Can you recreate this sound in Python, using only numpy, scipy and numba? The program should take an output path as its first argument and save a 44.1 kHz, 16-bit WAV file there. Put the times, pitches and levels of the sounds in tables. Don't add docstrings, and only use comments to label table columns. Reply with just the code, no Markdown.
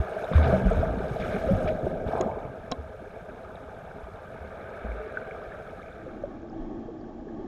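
import sys
import numpy as np
from scipy import signal
from scipy.fft import rfft, irfft, next_fast_len
from scipy.io import wavfile
from scipy.ndimage import uniform_filter1d
from numba import njit

SR = 44100
rng = np.random.default_rng(int(sys.argv[2]) if len(sys.argv) > 2 else 0)


def master_out(mix):
    frames = np.transpose(np.atleast_2d(mix))
    ceiling = np.clip(frames, -1, 1)
    pcm = np.round(ceiling * 32767).astype(np.int16)
    wavfile.write(sys.argv[1], SR, pcm)


N = 329427
TIME = np.arange(N) / SR

# t/s, length/s, churn/dB, gurgle/dB, fine gurgle/dB re gurgle, foam/dB
STROKES = [(0.15, 0.093, -49, -31, -8, -66), (0.327, .21, -31, -25.5, -7.5, -37),
           (0.632, .18, -29, -34.5, -5.5, -42), (1.188, 0.21, -36, -34, -17, -42.5),
           (1.443, 0.22, -32, -32.5, -26, -44.5), (1.825, 0.033, -34.5, -32, -25, -52),
           (2.05, 0.13, -37.5, -28.5, -0.5, -45.5)]


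def undb(db):
    return 10 ** (np.asarray(db) / 20)


def curve(rows, axis=1):
    rows = np.array(rows)
    return np.interp(TIME, rows[:, 0], rows[:, axis])


def unit(x):
    return x / np.sqrt(np.mean(x ** 2))


def even(x, size=6000):
    return x / np.sqrt(uniform_filter1d(uniform_filter1d(x ** 2, size), size // 2) + 1e-18)


def walk(rate):
    return np.interp(TIME * rate, np.arange(1024), 1.2 * rng.standard_normal(1024))


def lowpass(x, hz):
    return signal.sosfilt(signal.ellip(8, .2, 70, hz, fs=SR, output="sos"), x)


def add(out, start, sound):
    i = max(int(start * SR), 0)
    out[i:i + len(sound)] += sound[:max(N - i, 0)]


def swell_and_fade(swell, t60):
    t = np.arange(int((swell + t60) * SR)) / SR
    attack = np.sin(np.pi / 2 * np.minimum(t / swell, 1)) ** 2
    return attack * undb(-60 * np.maximum(t - swell, 0) / t60)


def ring(hz, swell, t60, glide=0):
    envelope = swell_and_fade(swell, t60)
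    t = np.arange(len(envelope)) / SR
    return envelope * np.sin(2 * np.pi * hz * t * (1 + glide * t / (swell + t60) / 2))


@njit
def grains(starts, hz, cycles, size, glide, length):
    out = np.zeros(length)
    for k in range(len(starts)):
        n = int(cycles[k] * SR / hz[k]) + 2
        omega = 2 * np.pi * hz[k] / SR
        step, bend = np.exp(1j * omega - 6 / n), np.exp(1j * omega * glide / n)
        phasor, onset, ease = size[k] + 0j, 1., np.exp(-omega / 5)
        for i in range(starts[k], min(starts[k] + n, length)):
            phasor *= step
            step *= bend
            onset *= ease
            out[i] += phasor.imag * (1 - onset)
    return out


def housing(x, size=8192):
    # f/Hz, width/Hz, level/dB
    resonances = [(32, 77, 2), (78, 213, 3), (190, 52, 0.5), (244, 68, -0.5), (352, 200, -12),
                  (440, 97, -3), (521.6, 27, 0.5), (637.3, 108, 3.5), (804, 313, -6.5), (1070, 64, -8.5),
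                  (1230, 330, -13), (1559, 253, -13), (2230, 386, -21), (2970, 100, -36), (3520, 900, -35),
                  (4980, 450, -46.5), (5600, 360, -47), (6470, 430, -46), (8800, 3800, -54),
                  (11200, 530, -52.5), (13000, 4400, -60.5)]
    # f/Hz, width/Hz, gain/dB
    notches = [(1094, 56, -15.5), (2110, 370, -4)]
    f = np.maximum(np.arange(size // 2 + 1) * SR / size, 1)
    power = sum((undb(db) / (1 + ((f / hz - hz / f) * hz / width) ** 2)) ** 2
                for hz, width, db in resonances)
    dips_db = sum(db / (1 + (2 * (f - hz) / width) ** 2) for hz, width, db in notches)
    cepstrum = irfft(np.log(np.sqrt(power) * undb(dips_db)))
    cepstrum[1:size // 2] *= 2
    cepstrum[size // 2 + 1:] = 0
    impulse = irfft(np.exp(rfft(cepstrum)))
    return signal.fftconvolve(x, impulse)[:N]


def cloud(low_hz, high_hz, cycles, spread_db, clump_db, count):
    when, pitch, life, strength = rng.random((count, 4)).T
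    starts = (when * N).astype(np.int64)
    hz = np.minimum(low_hz * (high_hz / low_hz) ** pitch, SR / 3)
    db = -spread_db * np.log(np.maximum(1 - strength, 4 / count))
    db += clump_db * walk(30)[starts]
    tones = grains(starts, hz, cycles * (.5 + life), undb(db) * hz, glide=0.19, length=N)
    low_cut = signal.butter(6, .85 * low_hz, "high", fs=SR, output="sos")
    return even(housing(signal.sosfilt(low_cut, tones)))


def flow(trail_db, peaks_db, swell, t60):
    power = undb(trail_db) ** 2 * np.ones(N)
    for (start, length, *_), db in zip(STROKES, peaks_db):
        rise = np.sin(np.pi / 2 * np.clip((TIME - start) / swell, 0, 1)) ** 2
        decay_db = 60 * np.maximum(TIME - start - length, 0) / t60
        power += (rise * undb(db - decay_db)) ** 2
    return np.sqrt(power)


def gurgle(coarse_gain, fine_gain):
    large = cloud(low_hz=352, high_hz=507.5, cycles=10.2, spread_db=3.0, clump_db=1.0, count=2500)
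    middle = cloud(low_hz=496.5, high_hz=762, cycles=18.9, spread_db=1.5, clump_db=1.5, count=4500)
    fine = cloud(low_hz=715, high_hz=1153, cycles=11.8, spread_db=2.5, clump_db=0.6, count=4500)
    return even(middle + large * undb(-1)) * coarse_gain + fine * undb(-2) * fine_gain


def wake(slosh_db=-47.5):
    # t/s, gurgle/dB, fine gurgle/dB re gurgle, surface foam/dB
    trail = [(0, -35.5, -8, -43.5), (1.05, -34, -8, -44), (2.0, -33, -17.5, -49.5),
             (2.3, -34.5, -1.5, -49.5), (2.58, -42.5, -7, -51.5), (3.0, -43.5, -8.5, -53),
             (3.6, -44, -4.5, -51.5), (4.0, -46.5, -1, -52), (4.25, -45, -5.5, -51), (4.85, -40, -9, -45.5),
             (5.3, -39.5, -12.5, -46), (5.7, -43, -10, -49), (6.05, -46, -13.5, -51.5),
             (6.65, -48, -8, -63.5), (7.05, -50.5, -5.5, -66), (7.47, -49, -12, -65)]
    # t/s, level/dB
    trail_fizz = [(0, -68), (0.55, -63), (0.92, -70.5), (1.15, -63.5), (1.62, -66), (1.8, -73),
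                  (2.4, -77.5), (5.8, -75.5), (6.3, -82), (7.47, -84.5)]
    trail_db, trail_fine_db, trail_foam_db = (curve(trail, axis=k) for k in range(1, 4))
    _, _, churn_db, gurgle_db, fine_db, foam_db = np.transpose(STROKES)
    fizz_db = -67.5 + 0.23 * (foam_db + 47.5)

    churn_gain = flow(slosh_db, churn_db, swell=0.012, t60=1.88)
    coarse_gain = flow(trail_db, gurgle_db, swell=0.17, t60=0.65)
    fine_gain = flow(trail_db + trail_fine_db, gurgle_db + fine_db, swell=0.17, t60=0.65)
    foam_gain = flow(trail_foam_db, foam_db, swell=0.032, t60=0.6)
    fizz_gain = flow(curve(trail_fizz), fizz_db, swell=0.031, t60=0.68)
    spray_gain = undb(-5) * np.sqrt(foam_gain * fizz_gain)

    churn = cloud(low_hz=20.84, high_hz=355, cycles=5.6, spread_db=-0.5, clump_db=-2.0, count=4000)
    small = cloud(low_hz=1100, high_hz=2650, cycles=24.5, spread_db=2.07, clump_db=0.85, count=22000)
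    plinks = cloud(low_hz=1200, high_hz=1800, cycles=36, spread_db=4.5, clump_db=0, count=400)
    spray = cloud(low_hz=2584, high_hz=4350, cycles=39, spread_db=2.5, clump_db=0.3, count=18000)
    fizz = cloud(low_hz=4670, high_hz=14800, cycles=29, spread_db=2.9, clump_db=1.4, count=60000)
    foam = small * undb(-1) + plinks * undb(-11)
    body = churn * churn_gain + gurgle(coarse_gain, fine_gain) * undb(-0.54)
    return body + foam * foam_gain + spray * spray_gain + fizz * fizz_gain


def bubbles(pop_cycles=32):
    # t/s, f/Hz, peak/dB, t60/s
    pockets = [(0.000, 66, -14, 0.074), (0.164, 641, -23.5, 0.083), (0.312, 170, -22, 0.08),
               (0.333, 1160, -21, 0.01), (0.349, 76.4, -8, .43), (0.38, 1050, -23.5, 0.015),
               (0.451, 127.5, -22.5, 0.9), (0.521, 191.5, -19.5, 0.47), (0.534, 624, -16, 0.073),
               (0.652, 41.6, -15.5, 0.51), (0.655, 187.2, -17.5, 0.16), (0.709, 640, -17, 0.058),
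               (0.716, 462, -21, 0.076), (0.770, 79.4, -16.5, 0.16), (0.827, 649, -18, 0.096),
               (0.864, 59, -28, 1), (0.892, 620, -22.5, .03), (1.002, 388, -24.5, 0.049),
               (1.108, 130, -20, 0.071), (1.197, 622, -27, 0.061), (1.341, 185, -22.5, 0.12),
               (1.436, 661, -25, 0.14), (1.485, 546.4, -17.5, .2), (1.507, 187, -15.5, 0.13),
               (1.520, 42, -26, 0.27), (1.530, 93.6, -18, .15), (1.600, 622, -26.5, 0.2),
               (1.645, 78, -21, 0.085), (1.677, 626, -20, 0.23), (1.865, 369, -17.5, 0.056),
               (1.868, 627, -17, 0.027), (2.064, 71, -21.5, 0.067), (2.133, 716, -21.5, 0.035),
               (2.201, 365, -20.5, 0.094), (2.256, 217, -24.5, 0.082), (2.261, 657, -23.5, 0.056),
               (2.447, 127, -32.5, 0.22), (2.781, 73.6, -30, 0.31), (3.957, 414, -38, 0.14),
               (4.032, 58, -34, 0.17), (4.402, 75.5, -34.5, 0.36), (4.837, 56, -30.5, 0.62),
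               (4.887, 53.5, -30.5, 0.35), (4.843, 212, -31.5, 0.11), (4.996, 435, -33, 0.31),
               (5.1705, 1510, -20, 0.026), (6.062, 515, -31.5, 0.079), (6.236, 570, -20.5, 0.049),
               (6.595, 27, -32.5, 0.6), (6.882, 463, -32, 0.11), (7.268, 405, -31, 0.049),
               (7.39, 382, -32, .1)]
    # t/s, peak/dB, f/Hz
    pops = [(0.242, -40, 3600), (0.335, -35, 3500), (3.445, -42, 1230), (3.555, -47, 3720),
            (3.911, -37.5, 1530), (4.916, -37.5, 2210), (5.309, -36, 2220), (5.518, -36, 1680),
            (5.828, -42.5, 2200), (6.498, -55, 5030), (6.525, -38, 750), (7.011, -57, 4560),
            (7.283, -46, 1680)]
    # lowest f/Hz, highest f/Hz, base level/dB
    strays = [(403, 760, -38), (1230, 2000, -45)]
    out = np.zeros(N)
    for start, hz, db, t60 in pockets:
        pinch_off_s = 0.0061 * np.sqrt(t60 / 0.14)
        add(out, start, undb(db) * ring(hz, pinch_off_s, t60, glide=0.019))
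    for start, db, hz in pops:
        add(out, start, undb(db) * ring(hz, swell=7 / hz, t60=pop_cycles / hz, glide=0.068))
    for low_hz, high_hz, base_db in strays:
        for when, pitch, strength in rng.random(size=(18, 3)):
            hz = low_hz * (high_hz / low_hz) ** pitch
            tone = ring(hz, swell=2.8 / hz, t60=pop_cycles / hz, glide=0.067)
            add(out, when * N / SR, undb(base_db - 9 + 6 * strength) * tone)
    return out


def electronics(hiss_db=-73, corner_hz=3800):
    # f/Hz, rms level/dB
    partials = [(10950, -90), (10998, -91.5), (13598, -101)]
    hiss = signal.lfilter(*signal.butter(1, corner_hz, fs=SR), rng.standard_normal(N))
    whine = sum(np.sqrt(2) * undb(db) * np.sin(2 * np.pi * hz * TIME) for hz, db in partials)
    return undb(hiss_db) * unit(hiss) + whine


def splashes():
    # t/s, level/dB, swell/s, t60/s
    hits = [(0.315, -43, 0.013, 0.56), (0.415, -46.5, 0.017, 0.53), (1.19, -45, .012, 0.9),
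            (1.30, -50.5, 0.032, 0.61), (1.666, -37.5, 0.019, 0.089), (2.078, -52, 0.0044, .05)]
    burst = np.zeros(N)
    for start, db, swell, t60 in hits:
        add(burst, start, undb(db) * swell_and_fade(swell, t60))
    return burst * cloud(low_hz=1720, high_hz=5300, cycles=17, spread_db=3.5, clump_db=3.0, count=22000)


def knocks(split_hz=1800, reach_octaves=0.27, grit_db=-11):
    # t/s, thud/dB, tick/dB, tick centre f/Hz
    contacts = [(2.2100, -25, -33, 6960), (2.2119, -31, -32.5, 3030), (2.714, -29, -66, 3000),
                (2.7159, -36, -27.5, 5630), (2.7205, -22.5, -28, 3700)]
    # f/Hz, gain/dB, t60/s
    modes = [(260, -1.5, 0.061), (510, -4.5, 0.071), (703, 0.5, 0.048), (1058, -10, 0.077),
             (2060, 24, 0.03), (3340, 1.5, 0.016), (3920, 2, 0.021), (5540, -1.5, 0.014), (6650, 2.5, .014),
             (8200, -11, 0.012)]
    out = np.zeros(N)
    for start, thud_db, tick_db, centre_hz in contacts:
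        for hz, db, t60 in modes:
            tick = undb(tick_db) / (1 + (np.log2(hz / centre_hz) / reach_octaves) ** 2) ** 2
            blow = undb(thud_db) if hz < split_hz else tick
            add(out, start, blow * undb(db) * ring(hz, swell=0.00035, t60=t60))
        envelope = swell_and_fade(swell=0.00018, t60=0.022)
        band = signal.butter(3, [centre_hz / 2, min(centre_hz * 1.1, SR / 3)], "band", fs=SR, output="sos")
        grit = unit(signal.sosfilt(band, rng.standard_normal(SR)))[:len(envelope)]
        add(out, start, undb(tick_db + grit_db) * envelope * grit)
    return out


def hum():
    # f/Hz, relative level/dB
    spectrum = [(20, 4.5), (60, -9), (170, -20.5), (225, 6.5), (275, -2), (325, 8.5), (430, -11.5),
                (555, -25.5), (630, -12.5), (840, -9), (1000, -33.5), (1200, -19.5), (1400, -41),
                (1800, -30.5), (2200, -41), (3000, -43)]
    # f/Hz, width/Hz, boost/dB
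    rings = [(1106, 47, 15), (1715, 93, 9.5), (3240, 160, 11.5), (5500, 130, 12.5)]
    # t/s, level/dB
    levels = [(0, -79.5), (5.7, -68), (6.1, -43), (6.5, -41.5), (6.65, -36.5), (7.15, -40.5), (7.47, -37.5)]
    hz, db = np.transpose(spectrum)
    size = next_fast_len(N, real=True)
    f = np.maximum(np.arange(size // 2 + 1) * SR / size, 1)
    rings_db = sum(lift / (1 + (2 * (f - centre) / width) ** 2) for centre, width, lift in rings)
    skirts = np.minimum(f / hz[0], 1) ** 2 * np.minimum(hz[-1] / f, 1) ** 2
    colour = undb(np.interp(np.log(f), np.log(hz), db) + rings_db) * skirts
    drone = irfft(rfft(rng.standard_normal(size)) * colour, size)[:N]
    throb_db = 1.3 * walk(12)
    return even(drone) * undb(curve(levels) + throb_db)


def scene():
    return (wake() + splashes() + bubbles() + knocks() + hum() + electronics())[None]


def record(dry):
    dull_hz, top_hz = 7400, 15000
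    brightness = np.clip((6.6 - TIME) / 0.83, 0, 1)
    dull = lowpass(lowpass(dry, dull_hz)[:, ::-1], dull_hz)[:, ::-1]
    return lowpass(dull + brightness * (dry - dull), top_hz)


dry = scene()
out = record(dry)
master_out(out)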